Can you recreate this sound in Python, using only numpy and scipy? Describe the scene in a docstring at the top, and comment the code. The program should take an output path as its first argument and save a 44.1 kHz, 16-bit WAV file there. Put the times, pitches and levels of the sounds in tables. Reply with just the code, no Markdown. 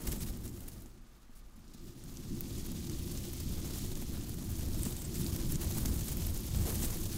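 """A quiet room: fingers stroke and squeeze a tinsel garland wrapped over a mono microphone.
Thousands of thin plastic strands rustle as damped ticks and noise, swelling in clumps.
Some strands snap free with a short ring and drag past their neighbours; bunches brush by and sizzle.
Pressure on the microphone body adds low rumble, lurches and dull knocks over faint room noise."""
import sys
import numpy as np
from scipy import signal
from scipy.fft import rfft, irfft, next_fast_len
from scipy.io import wavfile
from scipy.ndimage import uniform_filter1d, map_coordinates

SR = 44100
rng = np.random.default_rng(int(sys.argv[2]) if len(sys.argv) > 2 else 0)


def dump(signal):
    """Clip the signal to [-1, 1] and save it as 16-bit WAV at the path in sys.argv[1]."""
    limited = np.clip(np.atleast_2d(signal).T, -1, 1)
    pcm = np.round(limited * 32767).astype(np.int16)
    wavfile.write(sys.argv[1], SR, pcm)


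N = 316197

# Stroke of the fingers, before layer trims: (time [s], rustle level [dB], sparkle over rustle [dB])
STROKE_CURVE = [(0.0, -60.5, 4.5), (0.14, -53.5, 2), (0.36, -59.5, 0), (0.7, -62, 2), (0.86, -67.5, 0.5),
                (1.0, -71, -6), (1.58, -71, -3.5), (1.66, -67.5, -7), (2.1, -59, -4), (2.6, -52.5, -4),
                (3.83, -51, -2), (4.2, -54.5, -1.6), (4.8, -51.5, -0.3), (5.12, -53.5, 0),
                (5.22, -50, -1.6), (5.9, -49.5, 1.5), (6.52, -52, -2), (6.56, -49, 0.5), (6.82, -50, 3),
                (7.17, -51, -2)]
# Grip on the housing, before random unevenness: (time [s], body rumble level [dB], push over body [dB])
GRIP_CURVE = [(0.0, -42.5, -15), (0.1, -40, -6), (0.7, -49.5, -0.5), (1.2, -68.5, -5), (1.55, -64, -1),
              (1.75, -53.5, -13), (2.35, -43, -6.5), (3.24, -42, -2), (3.8, -42.5, 1), (4.2, -43, -3),
              (4.8, -42, 2), (5.03, -44.5, -3), (5.17, -39.5, -3.5), (5.8, -40, 1), (6.48, -42, 2),
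              (6.59, -38.5, 7.5), (6.67, -40, 0), (6.84, -37, 2), (6.93, -40.5, 0.5), (7.17, -41.5, -1.5)]
# Colour of strands under the palms: (frequency [Hz], relative level [dB])
PALM_COLOUR = [(900, -55), (1800, -10), (3000, -3.5), (4200, -1.5), (6500, -0.5), (8500, -3.5),
               (11000, -11), (17000, -40)]


def garland():
    """The rustle of many strands; bunches slipping lift it, some everywhere, some in one part."""
    # Strands at the grille: (frequency [Hz], relative level [dB])
    sparkle_colour = [(3000, -59), (6500, -3.5), (8500, -5.5), (11000, -2.5), (15000, -0.5), (18000, -24)]
    # Skin and strands on the grille: (frequency [Hz], relative level [dB])
    scuff_colour = [(250, -19), (450, 3), (700, -3), (1200, -8), (2200, -13), (4000, -21.5)]
    palms_db, grille_db, scuff_trim_db, crinkle_db = -1.2, 1.2, -14.5, -5.5  # layers against the stroke

    shared_bunch = np.minimum(clumps(rate=41, rise=0.0036, life=0.004, spike_db=2.0), 1.6)
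    palm_swell = unit(1 + 0.27 * shared_bunch + 0.31 * local_bunches())
    grille_swell = unit(1 + 0.48 * shared_bunch + 0.66 * local_bunches())
    scuff_swell = unit((1 + 0.77 * shared_bunch) * amp(1.1 * wobble(12)))

    palms = ticks(5300, 0.33, cycles=1.23, spike_db=1.5, count=30000) + 1.9 * rng.standard_normal(N)
    grille = ticks(12730, 0.4, cycles=1.9, spike_db=2.0, count=30000) + 0.93 * rng.standard_normal(N)
    rustle = palm_swell * coloured(patchy(palms, patchy_db=1.5), PALM_COLOUR)
    sparkle = grille_swell * coloured(patchy(grille, patchy_db=2.0), sparkle_colour)
    scuff = scuff_swell * coloured(rng.standard_normal(N), scuff_colour)
    # Single strands heard apart, each a needle-sharp tick
    crinkle = ticks(9300, 0.25, cycles=0.72, spike_db=2.0, count=2500)

    rustle_db, sparkle_db = curves(STROKE_CURVE)
    rustle_db = rustle_db - 2.5 * np.maximum(wobble(35) - 0.3, 0)  # the fingers falter for a moment
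    grip_db = curves(GRIP_CURVE)[0]
    # Scuffing is strongest when the fingers work at the grille
    scuff_db = 0.55 * rustle_db + 0.99 * sparkle_db + 0.3 * grip_db + scuff_trim_db
    return (amp(rustle_db + palms_db) * rustle
            + amp(rustle_db + sparkle_db + grille_db) * sparkle
            + amp(scuff_db) * scuff
            + amp(rustle_db + 1.05 * sparkle_db + crinkle_db) * crinkle)


def local_bunches():
    """Shorter, more uneven slips heard in one part of the garland only."""
    return np.minimum(clumps(rate=46, rise=0.0018, life=0.0036, spike_db=5.0), 2.4)


def clumps(rate, rise, life, spike_db):
    """Bunches of strands slip together: gain swells, rate a second, with rise and life time constants [s]."""
    starts = (rng.random(N) < rate / SR) * amp(spike_db * rng.standard_normal(N))
    after = signal.lfilter([1], [1, -np.exp(-1 / (life * SR))], starts)
    before = signal.lfilter([1], [1, -np.exp(-1 / (rise * SR))], starts[::-1])[::-1]
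    return after + before - starts


def ticks(centre_hz, spread, cycles, spike_db, count):
    """Strands touch at random moments: tiny damped sines of uneven strength and pitch."""
    start = rng.integers(0, N, count)[:, None]
    hz = centre_hz * np.exp(spread * rng.standard_normal((count, 1)))
    hz = np.clip(hz, 2000, SR * 0.4)
    size = amp(spike_db * np.minimum(rng.exponential(1, (count, 1)), 5.5))
    k = np.arange(72)  # samples in one tick
    decay = np.exp(-k / SR * hz / cycles)
    grain = size * decay * np.sin(2 * np.pi * hz * k / SR)
    return unit(np.bincount((start + k).ravel(), grain.ravel(), N + len(k))[:N])


def snaps():
    """A bent strand creeps, springs free with a crack and a few cycles, then drags past its neighbours."""
    # Strands let go: (time [s], ring level [dB], pitch [Hz])
    snap_rows = [(0.0733, -27.0, 10000.0), (0.1198, -29.0, 7400.0), (0.1275, -26.5, 12100.0),
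                 (0.373, -35.5, 13200.0), (0.4563, -35.0, 9600.0), (0.4788, -35.0, 7600.0),
                 (0.6065, -34.5, 12100.0), (0.6844, -29.5, 12200.0), (0.8214, -38.5, 14000.0),
                 (0.8601, -46.0, 7100.0), (1.6797, -50.0, 4700.0), (2.039, -39.0, 8600.0),
                 (2.1714, -35.0, 6200.0), (2.4083, -17.5, 14000.0), (2.6658, -34.0, 11000.0),
                 (2.7183, -33.0, 11500.0), (2.8973, -32.0, 6100.0), (3.1745, -32.0, 6800.0),
                 (3.2524, -30.5, 13300.0), (3.3334, -31.5, 12400.0), (3.9549, -33.0, 6900.0),
                 (4.295, -32.5, 12600.0), (4.3425, -34.0, 9800.0), (4.5557, -37.0, 6400.0),
                 (4.6098, -34.0, 8700.0), (4.7924, -33.0, 9500.0), (4.8334, -20.0, 9200.0),
                 (4.853, -27.0, 7900.0), (4.9672, -32.0, 7800.0), (5.0198, -28.5, 14900.0),
                 (5.0508, -37.0, 7400.0), (5.1439, -32.0, 6400.0), (5.1562, -33.0, 7300.0),
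                 (5.2453, -29.0, 10000.0), (5.2646, -31.0, 4700.0), (5.3398, -30.0, 11500.0),
                 (5.3629, -20.5, 14600.0), (5.5227, -22.5, 14100.0), (5.5568, -25.0, 7000.0),
                 (5.6158, -25.5, 14700.0), (5.6452, -29.0, 9600.0), (5.7122, -31.0, 6500.0),
                 (5.7757, -28.0, 8200.0), (5.7842, -26.5, 14700.0), (5.8581, -26.0, 6300.0),
                 (5.8825, -33.0, 7800.0), (5.9937, -30.0, 8100.0), (6.0099, -31.0, 7100.0),
                 (6.0829, -31.0, 7700.0), (6.121, -25.5, 14400.0), (6.1709, -23.5, 13400.0),
                 (6.2688, -21.5, 12300.0), (6.3467, -33.0, 11300.0), (6.3759, -31.0, 9500.0),
                 (6.4671, -29.5, 13400.0), (6.7038, -27.0, 10600.0), (6.7448, -25.5, 13800.0),
                 (6.7563, -25.0, 9700.0), (6.9711, -28.5, 12700.0), (7.0558, -32.0, 7500.0)]
    rise_cycles, ring_cycles = 1.2, 12  # width of the rounded climb; cycles to fall by 60 dB
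    slide_db, slide_grows = 4, 0.35  # drag over the rustle; its share of the snap's excess in dB

    clicks, drag = np.zeros(N + SR), np.zeros((2, N + SR))  # with half a second of margin at each end
    lead = SR // 50
    t = np.arange(-lead, SR // 5) / SR
    rustle_db = curves(STROKE_CURVE)[0]
    for s, db, hz in snap_rows:
        at = round(s * SR) + SR // 2 - lead
        around_db = rustle_db[round(s * SR)]
        climb = np.exp(-(t * hz / rise_cycles) ** 2)
        fall = amp(-60 * t * hz / ring_cycles)
        ring = np.where(t < 0, climb, fall) * np.cos(2 * np.pi * hz * t)
        # Noise tilted to the treble, 60 dB down 2 ms either side of the release
        crack = 0.12 * amp(-60 * np.abs(t) / 0.002) * np.diff(rng.standard_normal(len(t) + 1))
        clicks[at:][:len(t)] += amp(db) * (ring + crack)

        drag_db = around_db + slide_db + slide_grows * (db - around_db)
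        creep_and_drag_db = np.where(t < 0, 60 * t / 0.0075 - 3, -60 * t / 0.025)
        drag[:, at:][:, :len(t)] += shares(hz) * amp(drag_db + creep_and_drag_db)
    return clicks[SR // 2:][:N] + dragging(drag[:, SR // 2:][:, :N] + brushes())


def dragging(gains):
    """Strands sliding over each other: gritty noise, bright at the grille and dull under the palms."""
    # A strand dragging past: (frequency [Hz], relative level [dB])
    slide_colour = [(300, -51), (800, -6.5), (2200, -5), (5000, -3), (8500, -0.5), (15000, -0.5),
                    (18000, 6.5)]
    bright, dull = gains
    return (bright * coloured(patchy(grit(), patchy_db=3.0), slide_colour)
            + dull * coloured(grit(), PALM_COLOUR))


def brushes():
    """Bunches sweep past the grille: gains of the bright and the dull drag."""
    # Sweeping bunches: (start [s], length [s], level [dB], brightness [Hz])
    brush_rows = [(0.0685, 0.01, -37.5, 12000), (0.114, 0.014, -39, 9000), (0.205, 0.028, -41, 11000),
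                  (0.263, 0.025, -44.5, 12000), (0.438, 0.022, -48, 12000), (0.563, 0.012, -54, 12000),
                  (0.679, 0.007, -48.5, 12000), (0.73, 0.008, -53, 12000), (1.353, 0.045, -60, 9000),
                  (1.737, 0.01, -55, 7000), (1.868, 0.02, -57, 7000), (2.552, 0.057, -52, 6000),
                  (2.767, 0.007, -47, 13000), (2.868, 0.004, -47.5, 6000), (3.402, 0.01, -44, 13000),
                  (3.736, 0.095, -48, 7000), (4.017, 0.01, -43, 12000), (4.852, 0.038, -44, 9000),
                  (5.153, 0.062, -46, 8000), (5.203, 0.02, -45.5, 9000), (5.493, 0.029, -40.5, 10000),
                  (5.61, 0.02, -42, 12000), (5.75, 0.074, -46, 11000), (5.851, 0.008, -39, 9000),
                  (6.07, 0.064, -44, 10000), (6.545, 0.015, -50, 8500), (6.682, 0.025, -45, 12000),
                  (6.746, .022, -44, 11000), (6.821, 0.033, -35.5, 9000), (7.118, 0.043, -42.5, 8500)]
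    return sum(amp(db) * shares(hz) * sweep(s, length) for s, length, db, hz in brush_rows)


def sizzles():
    """A narrow, quickly flickering band of gritty noise close to the grille."""
    # Bursts, before the flicker: (start [s], length [s], level [dB])
    sizzle_rows = [(0.06, .17, -61), (4.79, .14, -57), (4.96, .065, -54), (5.045, .015, -54),
                   (5.145, .02, -54), (6.56, .065, -55), (6.821, .04, -47)]
    # Band of the sizzle: (frequency [Hz], relative level [dB])
    sizzle_colour = [(6000, -42), (7300, -5), (8100, 0), (9000, -6), (10500, -42)]
    gain = sum(amp(db) * sweep(s, length) for s, length, db in sizzle_rows)
    flicker = amp(3.7 * wobble(90))
    return gain * flicker * coloured(grit(), sizzle_colour)


def grit():
    """Dense, very short strand ticks over noise."""
    return ticks(10200, 0.35, cycles=0.66, spike_db=-1.5, count=20000) + 3.0 * rng.standard_normal(N)


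def shares(hz):
    """High sounds come from the grille and drag brightly: gains of the bright and the dull drag."""
    near = np.clip(np.log(hz / 3500) / 0.88, 0.05, 1)
    return np.sqrt([[near], [1 - near]])


def sweep(s, length):
    """Gain of one passing bunch: exponential rise, hold, exponential fall."""
    rise_s, fall_s = 0.001, 0.007  # time constants
    t = np.arange(N) / SR
    return np.exp(np.minimum(t - s, 0) / rise_s - np.maximum(t - s - length, 0) / fall_s)


def handling():
    """Uneven pressure shakes the capsule: slow stand sway, mount push and the hollow body's rumble."""
    # The stand rocking: (frequency [Hz], relative level [dB])
    sway_colour = [(8, -43), (16, -1.5), (30, -10.5), (48, -13.5), (75, -33), (150, -84)]
    # The mount flexing: (frequency [Hz], relative level [dB])
    push_colour = [(25, -43), (50, -1), (80, 2.5), (140, -8.5), (200, -11.5), (330, -100)]
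    # The hollow housing: (frequency [Hz], relative level [dB])
    body_colour = [(71, -4.5), (120, -2.5), (221, -4), (302, -8.5), (352, -6), (385, -15), (480, -31.5),
                   (620, -42), (1060, -120)]
    sway_db, sway_rest_db = -1.6, -52  # over the push; the stand keeps rocking when let go

    body_db, push_db = curves(GRIP_CURVE)
    uneven = wobble(14)  # the grip tightens and loosens
    sway = unit(amp(0.98 * wobble(5.1))) * coloured(rng.standard_normal(N), sway_colour)
    push = unit(amp(1.66 * wobble(13) + 1.4 * uneven)) * coloured(rng.standard_normal(N), push_colour)
    body = unit(amp(1.2 * wobble(20) + 0.92 * uneven)) * coloured(rng.standard_normal(N), body_colour)
    sway_gain = np.hypot(amp(body_db + push_db + sway_db), amp(sway_rest_db))
    return sway_gain * sway + amp(body_db + push_db) * push + amp(body_db) * body


def knocks():
    """Pressure shakes the capsule: a damped low thump, with a higher and shorter ring on top."""
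    # Knocks: (time [s], level [dB])
    knock_rows = [(0.858, -44.5), (1.295, -47.5), (1.578, -49), (1.641, -50), (1.748, -46), (4.023, -35.5),
                  (4.866, -29), (5.853, -28), (6.839, -29.5)]
    knock_hz = 235
    out, t = np.zeros(N + SR), np.arange(SR // 10) / SR
    cycles = knock_hz * t
    thump = amp(-4 * cycles) * np.sin(2 * np.pi * cycles)  # loses 4 dB a cycle
    tap = 0.4 * amp(-24 * cycles) * np.sin(2 * np.pi * 3.1 * cycles)
    for s, db in knock_rows:
        out[round(s * SR):][:len(t)] += amp(db) * (thump + tap)
    return out[:N]


def jolts():
    """The grip slips and the housing lurches once: a negative pulse with small positive shoulders."""
    # Lurches: (time of the peak [s], peak level [dB], width scale [s])
    jolt_rows = [(0.085, -28, 0.0065), (0.135, -30, 0.0066), (0.306, -32.5, 0.008), (4.803, -31, .007),
                 (5.406, -26.5, 0.0079), (5.474, -35, 0.0055), (5.558, -25.5, 0.0022), (5.671, -28, 0.0043),
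                 (5.823, -27, 0.0067), (6.869, -28, 0.0055)]
    out, t = np.zeros(N + SR), np.arange(SR // 10) / SR
    for s, db, width in jolt_rows:
        u = (t - 0.05) / width  # the peak stands 50 ms into the pulse
        out[round((s - 0.05) * SR):][:len(t)] -= amp(db) * (1 - 1.6 * u ** 2) * np.exp(-0.8 * u ** 2)
    return out[:N]


def room():
    """Steady coloured noise for still air, electronics and a faint whine."""
    # Room and electronics: (frequency [Hz], relative level [dB])
    room_colour = [(40, -48), (90, -20), (215, 0.5), (320, -10.5), (730, -12), (1120, -12.5), (1210, -6.5),
                   (1300, -12), (2200, -17.5), (5000, -27.5), (16000, -56), (18000, -19)]
    room_db = -66.5  # rms
    return amp(room_db) * coloured(rng.standard_normal(N), room_colour)


def amp(db):
    """Decibels to gain."""
    return 10 ** (np.asarray(db) / 20)


def unit(x):
    """Scaled to rms 1."""
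    return x / np.sqrt(np.mean(x ** 2) + 1e-20)


def wobble(rate):
    """A smooth random curve, rate knots a second."""
    knots = rng.standard_normal(int(N * rate / SR) + 4)
    return map_coordinates(knots, [np.arange(N) * rate / SR])


def curves(rows):
    """One value per sample for each column after the time."""
    s, *columns = np.transpose(rows)
    return [np.interp(np.arange(N) / SR, s, c) for c in columns]


def filtered(x, response):
    """x times a response of frequency."""
    m = next_fast_len(N + 8192)
    return irfft(rfft(x, m) * response(np.fft.rfftfreq(m, 1 / SR)), m)[:N]


def coloured(x, points):
    """x shaped by (frequency [Hz], level [dB]) points on a log axis, at rms 1."""
    f, db = np.transpose(points)

    def response(hz):
        return amp(np.interp(np.log(hz + 1), np.log(f + 1), db))

    return unit(filtered(x, response))


def patchy(x, patchy_db):
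    """Each bunch has its own colour: random gain in streaks about 2 ms long and a few kilohertz tall."""
    z = signal.stft(x, nperseg=64)[2]
    field = uniform_filter1d(rng.standard_normal(z.shape), size=6, axis=0)  # across frequency
    field = uniform_filter1d(field, size=3, axis=1)  # across time
    return signal.istft(z * amp(patchy_db * unit(field)), nperseg=64)[1][:N]


def scene():
    """One capsule feeds both channels."""
    mono = garland() + snaps() + sizzles() + handling() + knocks() + jolts() + room()
    return np.array([mono, mono])


def record(dry):
    """Nothing is kept above the band limit."""
    top_hz = 15760
    return np.array([filtered(side, lambda hz: hz < top_hz) for side in dry])


dry = scene()
out = record(dry)
dump(out)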